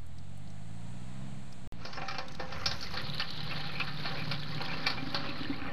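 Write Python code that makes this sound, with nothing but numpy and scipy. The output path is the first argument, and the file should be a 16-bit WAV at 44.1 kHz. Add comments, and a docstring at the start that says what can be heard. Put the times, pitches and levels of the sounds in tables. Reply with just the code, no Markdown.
"""First a far engine speeds up under a thin high hiss, and grit ticks underfoot in a village lane.
The sound drops out for a moment. Then, close to the microphone, an iron hand pump is worked about twice
a second: handle and rod clank and rattle, the dry pivot squeaks and the casing rings. Water splashes
from the spout as clouds of tiny bubbles, then gulps into a pot, stirring the air inside.
Behind it all the village rumbles and a distant engine chugs slowly."""
import sys
import numpy as np
from scipy import signal
from scipy.fft import rfft, irfft, next_fast_len
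from scipy.io import wavfile
from scipy.ndimage import map_coordinates

SR = 44100
rng = np.random.default_rng(int(sys.argv[2]) if len(sys.argv) > 2 else 0)


def digitize_waveform(pressure):
    """Quantize a signal to 16-bit integers and store it at the path in sys.argv[1].

    Rows of a 2-D input are taken as channels; values are limited to [-1, 1].
    """
    field = np.atleast_2d(pressure).T
    bounded = np.clip(field, -1, 1)
    quanta = np.round(bounded * 32767).astype(np.int16)
    wavfile.write(sys.argv[1], SR, quanta)


N = 252252
T = np.arange(N) / SR
PRIMED_S = 2.68  # the water bursts out


# Handle and rod, close up, loudest at the ends of each stroke. Each row: start in seconds,
# then strength, thud and bright edge in relative dB, then contact resonance in Hz.
HANDLE_CLANKS = [(1.8492, -32, -3, -0.5, 1540), (1.9275, -31, -14, -6, 1060), (1.972, -29.5, -2, -24, 1650),
                 (2.0158, -27.5, -4.5, -17, 2340), (2.0818, -24, -17, -6, 1260),
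                 (2.1084, -29, -11.5, -6, 1730), (2.144, -28.5, -10, -11, 2850),
                 (2.1824, -24, -8, -5.5, 1790), (2.3962, -30.5, 0.5, -5.5, 1740),
                 (2.522, -29, -8, -6, 1070), (2.6575, -17.5, -15.5, 0.5, 5430),
                 (2.7108, -24.5, -9, -3, 3800), (2.825, -34.5, -15, 5.5, 1470),
                 (2.9364, -32, -2.5, 1, 1785), (2.972, -21.5, -17, -8, 4350),
                 (3.1968, -15.5, -23.5, -7, 4900), (3.5104, -25.5, -21, -11, 2550),
                 (3.7978, -19.5, -13.5, -8.5, 2730), (3.8746, -26, -20, -9, 1590),
                 (4.0551, -22, -14.5, -11, 4330), (4.3127, -20.5, -15, -1.5, 2250),
                 (4.6029, -25, -8, -20, 1400), (4.8652, -16, -13, 1.5, 2300), (4.8986, -26, -14, 4, 2400),
                 (4.9729, -27.5, -7.5, -16, 2380), (5.1442, -20.5, -8, -2.5, 4100)]
# The colour of a knock on the iron. Each row: frequency in Hz, gain in dB.
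KNOCK_SPECTRUM = [(200, 7), (450, 3), (850, -2), (1200, 4.5), (1950, 1), (2400, -1), (3200, 0.5), (4500, 3),
                  (5500, -11.5), (6200, -30.5), (7500, -34.5), (12500, -30), (15500, -78)]

def clanks():
    """Loose iron joints strike, chatter and rattle; the harder the knock, the briefer its chatter."""
    knocks, t = np.zeros(N), np.arange(SR // 3) / SR
    duller_from_s, strike_t60, rattle_t60 = 2.9, .038, .32
    for s, db, thud_db, edge_db, contact_hz in HANDLE_CLANKS:
        brightness = 1.117 if s < duller_from_s else 1  # the early clanks sound brighter
        chatter_t60 = .12 * 2 ** ((-25 - db) / 24.5)
        # tiny contacts, about a millisecond each
        chatter_db = 2 * np.interp(t, np.arange(300) / 900, rng.standard_normal(300))
        contacts = unit(rng.standard_normal(len(t)) * amp(chatter_db))
        decay = amp(-2.5 - 60 * t / strike_t60) + amp(-60 * t / chatter_t60)
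        decay += amp(-22 - 60 * t / rattle_t60)
        burst = contacts * decay * (1 - np.exp(-t / .0015))
        tilt = [(450, thud_db + 4.5), (900, thud_db + 10.5), (1500, 0), (2900, 0), (4200, edge_db + 6.5)]
        colour = lambda f: amp(along(KNOCK_SPECTRUM, f / brightness) + along(tilt, f))
        joint = lambda f: colour(f) * (1 + amp(2) * resonance(f, contact_hz, contact_hz / 8))
        add(knocks, s, amp(db - 9.5) * filtered(burst, joint))
    return knocks


# The ringing modes of the casing. Each row: frequency in Hz, relative gain in dB.
CASING_MODES = [(518, 16), (562, 19), (680, 10.5), (776, 20.5), (798, 20), (968, 11.5), (1030, 10),
                (1067, 11), (1135, 6), (1250, 7.5), (1352, 7.5), (1579, -22), (1791, 10.5), (2316, -3),
                (2382, 11), (2686, 5), (4367, 0.5), (4767, -37), (4861, -5), (5553, 5.5)]

def pump():
    """The knocks, and the rod scraping as it lifts water, set the iron casing ringing."""
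    knocks = clanks()
    scrape = noise(KNOCK_SPECTRUM) * amp(curves(SPOUT_FLOW)[0] - 5 + surge()) * pumping()
    casing = lambda f: sum(amp(db - .5) * resonance(f, hz, 8 * hz / 700) for hz, db in CASING_MODES)
    # the many weaker modes of the sheet-metal head blur into a clatter
    clatter = filtered(smeared(knocks, t60=.42), lambda f: resonance(f, 920, 730))
    return knocks + filtered(knocks + scrape, casing) + amp(1.5) * clatter


# Squeaks at the handle. Each row: start and length in seconds, pitch in Hz, rms level at the crest in dB.
PIVOT_SQUEAKS = [(1.95, 0.036, 5250, -47), (3.748, 0.052, 2450, -41), (3.797, 0.032, 2620, -34),
                 (4.15, 0.098, 2420, -46), (4.68, 0.051, 2390, -42.5), (4.86, 0.023, 2360, -29),
                 (5.252, 0.075, 2590, -45.5)]

def squeaks():
    """The dry pivot sticks and slips in a narrow, rough band."""
    out, t = np.zeros(N), np.arange(SR // 5) / SR
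    for s, length, hz, db in PIVOT_SQUEAKS:
        band = noise_band(hz, width_hz=250, samples=len(t))
        add(out, s, amp(db) * band * np.sin(np.pi * np.minimum(t / length, 1)))
    return out


# The stream at the spout, close by. Each row: time in seconds, splash and spray in relative dB.
SPOUT_FLOW = [(1.8, -44.5, -58), (1.89, -57, -63), (2.02, -53.5, -61.5), (2.41, -53.5, -64),
              (2.62, -45.5, -58), (2.85, -48.5, -53), (3.27, -49, -42.5), (3.62, -45, -45),
              (4.63, -47, -47.5), (4.78, -43, -47), (5.34, -46, -47.5), (5.57, -42, -48),
              (5.72, -40.5, -62)]
# The spray sounds duller as its treble cutoff sinks. Each row: time in seconds, cutoff in Hz.
SPRAY_CUTOFF = [(2.8, 5830), (3.1, 4400), (5.0, 4850), (5.72, 4250)]
# The colours of splash, spray and fine mist. Each row: frequency in Hz, gain in dB.
SPLASH_SPECTRUM = [(250, 5), (400, 0.5), (650, -11), (950, -6.5), (1350, 1.5), (2000, 1), (2600, 2),
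                   (3300, -5.5), (4200, -14), (6000, -48)]
SPRAY_SPECTRUM = [(2500, -1), (3400, -3.5), (4200, 5.5), (5600, 1), (6500, 9.5), (8000, 5)]
MIST_SPECTRUM = [(4000, -26), (6000, 9), (7000, 5), (8200, -3), (10000, 10.5), (12200, 13.5), (13300, 6),
                 (15000, -23)]

def water():
    """The stream breaks into splashing bubbles, spray and mist, in uneven spurts."""
    splash_db, spray_db = curves(SPOUT_FLOW)
    mist_db = -69.5 - np.maximum(51 * (PRIMED_S - T), 2.5 * (T - PRIMED_S))  # fast rise, slow fall
    spurts_db = .38 * wobble(21.85) + 1.7 * wobble(110)
    large = bubbles(per_s=3500, hz=1500, octaves=1.6, cycles=3.5, size_db=3)
    small = bubbles(per_s=2800, hz=4400, octaves=.6, cycles=7, size_db=3.5)
    gurgle = bubbles(per_s=170, hz=1900, octaves=1.2, cycles=16, size_db=3, samples=2000)
    splash = coloured(large + amp(-6.5) * gurgle + .65 * rng.standard_normal(N), SPLASH_SPECTRUM)
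    spray = coloured(small + .85 * rng.standard_normal(N), SPRAY_SPECTRUM)
    hz, s, frames = signal.stft(spray, SR, nperseg=256)
    edge_hz = np.interp(s, *np.transpose(SPRAY_CUTOFF))
    frames /= np.sqrt(1 + (hz[:, None] / edge_hz) ** 20)
    spray = unit(signal.istft(frames, SR, nperseg=256)[1][:N])
    fizz = bubbles(per_s=1000, hz=9200, octaves=.88, cycles=1, size_db=7)
    mist = coloured(fizz + 1.9 * rng.standard_normal(N), MIST_SPECTRUM)
    splash *= amp(splash_db - .5 + surge() + wobble(14))
    spray *= amp(spray_db + 1 + .63 * surge())
    mist *= amp(mist_db + 3.5 * wobble(90))
    return (splash + spray + mist) * amp(spurts_db) * pumping()


def bubbles(per_s, hz, octaves, cycles, size_db, samples=400):
    """A cloud of tiny damped bubbles of uneven pitch and size, at rms 1."""
    start, pitch, size = rng.random((int(per_s * N / SR), 3)).T
    turns = hz * 2 ** (octaves * (2 * pitch[:, None] - 1)) * np.arange(samples) / SR
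    gains = amp(size_db * np.minimum(-np.log(1 - size), 5))
    rings = gains[:, None] * np.sin(2 * np.pi * turns) * np.exp(-turns / cycles)
    at = (start[:, None] * N).astype(int) + np.arange(samples)
    return unit(np.bincount(at.ravel(), rings.ravel(), N)[:N])


def surge(stroke_s=.556, crest_s=4.15):
    """The swing of the flow with each stroke of the handle, in dB."""
    return 2.5 * np.cos(2 * np.pi * (T - crest_s) / stroke_s)


def pumping():
    """Rises from 0 to 1 as the handle starts to move."""
    return np.interp(T, [1.76, 1.87], [0, 1])


# The main splats under the spout. Each row: start in seconds, pitch in Hz, peak level in dB.
MAIN_SPLATS = [(2.810, 4500, -31), (3.099, 3820, -27.5), (3.181, 4000, -27), (3.222, 2830, -25),
               (3.305, 4030, -29.5), (3.973, 3740, -35), (4.052, 700, -36), (4.547, 4140, -32),
               (5.446, 2970, -30)]

def splats(per_s=4):
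    """Drops land with a snap; more fall at random once the pump is primed."""
    running_s = N / SR - PRIMED_S
    strays = [(PRIMED_S + running_s * when, 3600 * 2 ** (.5 * (pitch - .5)), -34 + 6 * (size - .5))
              for when, pitch, size in rng.random((int(per_s * running_s), 3))]
    return snaps(list(MAIN_SPLATS) + strays, t60=.016, sharpness=6, crack_db=-38)


# Gulps in the pot under the stream. Each row: start in seconds, peak level in dB.
POT_GULPS = [(5.026, -32.5), (5.068, -32.5), (5.288, -32), (5.407, -31), (5.442, -35), (5.497, -23.5),
             (5.615, -32.5)]

def pot(full_stream_s=4.98, gulp_t60=.12):
    """Falling water stirs the air in the pot: a swelling hum, and damped gulps near the same note."""
    hum = noise_band(261, width_hz=77) * amp(-49.5 - 9.5 * np.maximum(full_stream_s - T, 0))
    gulps, t = np.zeros(N), np.arange(SR // 3) / SR
    for s, db in POT_GULPS:
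        hz = 282 * (1 + .027 * rng.standard_normal())
        envelope = amp(db - 60 * t / gulp_t60) * (1 - np.exp(-t / .0017))
        add(gulps, s, envelope * np.sin(2 * np.pi * hz * t))
    return hum + gulps


# Grit on the ground of the lane. Each row: start in seconds, pitch in Hz, peak level in dB.
GRIT_TICKS = [(.065, 8800, -53), (.184, 4400, -46.5), (.375, 9000, -53), (.475, 4000, -47.5),
              (.502, 4750, -49), (1.526, 5160, -43), (2.283, 4270, -37), (2.321, 4700, -41),
              (2.350, 4200, -35.5)]

def grit():
    """Grains tick underfoot, each a short, broad snap."""
    return snaps(GRIT_TICKS, t60=.028, sharpness=1, crack_db=-23)


# Exhaust and gear whine, far off. Each row: multiple of the firing rate, relative level in dB.
ENGINE_ORDERS = [(1, -10.5), (2, -0.5), (3, -2), (4, -12), (5, -21.5), (16, -25.5)]

def revving_engine(top_hz=66.7, throttle_off_s=1.42, gone_s=1.91):
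    """An engine grows louder as it speeds up, holds, slows with the throttle closed and fades away."""
    firing_hz = np.minimum(39.98 + 21.2 * T, top_hz) - 28 * np.clip(T - throttle_off_s, 0, 1)
    lull = np.exp(-((T - throttle_off_s) / .15 - .5) ** 2)
    level_db = -44 + .19 * (firing_hz - top_hz) - 6.5 * lull
    phase = 2 * np.pi * np.cumsum(firing_hz * (1 + .0026 * wobble(18.3))) / SR
    exhaust = sum(amp(db + 1.4 * wobble(6.85)) * np.sin(order * phase + rng.uniform(0, 2 * np.pi))
                  for order, db in ENGINE_ORDERS)
    return unit(exhaust) * amp(level_db) * np.clip((gone_s - T) / .095, 0, 1)


# A slow engine in the distance. Each row: time in seconds, firing rate in Hz, level in dB.
CHUG_COURSE = [(1.7, 17, -72), (2.1, 16.2, -51.5), (3.2, 17.2, -47.5), (4.05, 18.1, -41.5),
               (4.7, 17.6, -44.5), (5.2, 18.3, -48.5), (5.72, 16.5, -51)]
# Its muffler, heard from the lane. 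Each row: frequency in Hz, gain in dB.
MUFFLER_SPECTRUM = [(30, -28), (60, -44), (90, -5.5), (120, -2.5), (146, 7), (175, -1), (220, -23),
                    (350, -18.5), (700, -56.5)]

def chugging_engine():
    """Slow, uneven exhaust puffs boom in a far muffler and smear between the houses."""
    firing_hz, level_db = curves(CHUG_COURSE)
    firings = np.cumsum(firing_hz) / SR + .06 * wobble(18)
    puffs = np.diff(np.floor(firings), prepend=0) * amp(2.8 * wobble(30))
    return coloured(puffs + amp(1) * smeared(puffs, t60=.25), MUFFLER_SPECTRUM) * amp(level_db)


def boom(crest_s=2.78, width_s=.27):
    """A narrow low noise swells and fades once."""
    return noise_band(83, width_hz=41.5) * amp(-48.5) * np.exp(-((T - crest_s) / width_s) ** 2 / 2)


# The colours of rumble, air and hiss around the microphone. Each row: frequency in Hz, gain in dB.
RUMBLE_SPECTRUM = [(12, -26), (25, -2), (55, 0), (90, -2), (160, 2), (250, -4.5), (340, -13), (450, -20.5),
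                   (900, -58)]
AIR_SPECTRUM = [(150, -37), (450, -4.5), (700, 2.5), (1000, -4.5), (1900, -7), (3000, -9.5), (4300, -10),
                (5200, -21.5), (8500, -34.5), (13000, -45.5)]
HISS_SPECTRUM = [(4500, -22), (6200, -8), (7600, -2), (8600, -3), (9100, -11), (12000, -30)]
# How each of the three rises and falls. Each row: time in seconds, level in dB.
RUMBLE_LEVELS = [(0, -55), (1.3, -51.5), (2.2, -50.5), (5.72, -48.5)]
AIR_LEVELS = [(0, -63), (1.2, -56.5), (1.66, -59), (1.74, -58.5), (2.6, -67.5), (5.72, -82)]
HISS_LEVELS = [(0, -73.5), (.9, -66), (1.67, -67.5), (1.73, -77), (2.7, -80)]

def village():
    """A throbbing low rumble, open air and a thin high hiss, perhaps insects."""
    rumble = noise(RUMBLE_SPECTRUM) * amp(curves(RUMBLE_LEVELS)[0] + 1.33 * wobble(20))
    air = noise(AIR_SPECTRUM) * amp(curves(AIR_LEVELS)[0])
    hiss = noise(HISS_SPECTRUM) * amp(curves(HISS_LEVELS)[0])
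    return rumble + air + hiss


def snaps(rows, t60, sharpness, crack_db):
    """Tiny noisy impacts, each in a resonance of its own."""
    out, t = np.zeros(N), np.arange(SR // 10) / SR
    for s, hz, db in rows:
        burst = rng.standard_normal(len(t)) * amp(-60 * t / t60)
        skirt = lambda f: np.abs(resonance(f, hz, hz / 2)) ** 2 + amp(crack_db)
        snap = filtered(burst, lambda f: resonance(f, hz, hz / sharpness) * skirt(f))
        add(out, s, amp(db) * snap / np.abs(snap).max())
    return out


def smeared(x, t60):
    """x echoed by a dense tail that dies in t60 seconds."""
    t = np.arange(SR // 2) / SR
    tail = rng.standard_normal(len(t)) * amp(-60 * t / t60)
    return signal.fftconvolve(x, tail / np.linalg.norm(tail))[:N]


def amp(db):
    """Decibels to gain."""
    return 10 ** (np.asarray(db) / 20)


def unit(x):
    """Scale to rms 1."""
    return x / np.sqrt(np.mean(x ** 2) + 1e-20)


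def along(points, hz):
    """Interpolate (Hz, value) points on a log axis."""
    f, v = np.transpose(points)
    return np.interp(np.log(hz + 1), np.log(f + 1), v)


def curves(rows):
    """One value per sample for each column after the time."""
    s, *cols = np.transpose(rows)
    return [np.interp(T, s, c) for c in cols]


def wobble(rate):
    """A smooth random curve, rate knots a second."""
    return map_coordinates(rng.standard_normal(int(N * rate / SR) + 4), [T * rate])


def filtered(x, response):
    """x times a response of frequency."""
    m = next_fast_len(len(x) + SR // 4)
    return irfft(rfft(x, m) * response(np.fft.rfftfreq(m, 1 / SR)), m)[:len(x)]


def coloured(x, spectrum):
    """x shaped by a spectrum, at rms 1."""
    return unit(filtered(x, lambda hz: amp(along(spectrum, hz))))


def noise(spectrum):
    """Noise with this spectrum, at rms 1."""
    return coloured(rng.standard_normal(N), spectrum)


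def noise_band(hz, width_hz, samples=N):
    """Narrow noise around hz, at rms 1."""
    return unit(filtered(rng.standard_normal(samples), lambda f: resonance(f, hz, width_hz) ** 2))


def resonance(f, hz, width):
    """Response of one damped mode."""
    return 1j * f * width / (hz * hz - f * f + 1j * f * width)


def add(track, s, sound):
    """Mix a sound into the track at s seconds."""
    part = track[max(round(s * SR), 0):][:len(sound)]
    part += sound[:len(part)]


def scene():
    """One microphone in the lane: pump, water and pot close by, the village behind."""
    near = pump() + squeaks() + water() + pot()
    far = revving_engine() + village() + boom() + chugging_engine()
    return (near + grit() + splats() + far)[None]


def record(dry):
    """The signal rides on a small offset, so the dropout starts and ends with a soft click."""
    offset, cutoff_hz = .019, 15500
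    drop_s, return_s = 1.6745, 1.7235
    live = (T < drop_s) | (T > return_s)
    centred = (dry[0] + offset) * live - offset
    return (filtered(centred, lambda hz: hz < cutoff_hz) + offset)[None]


dry = scene()
out = record(dry)
digitize_waveform(out)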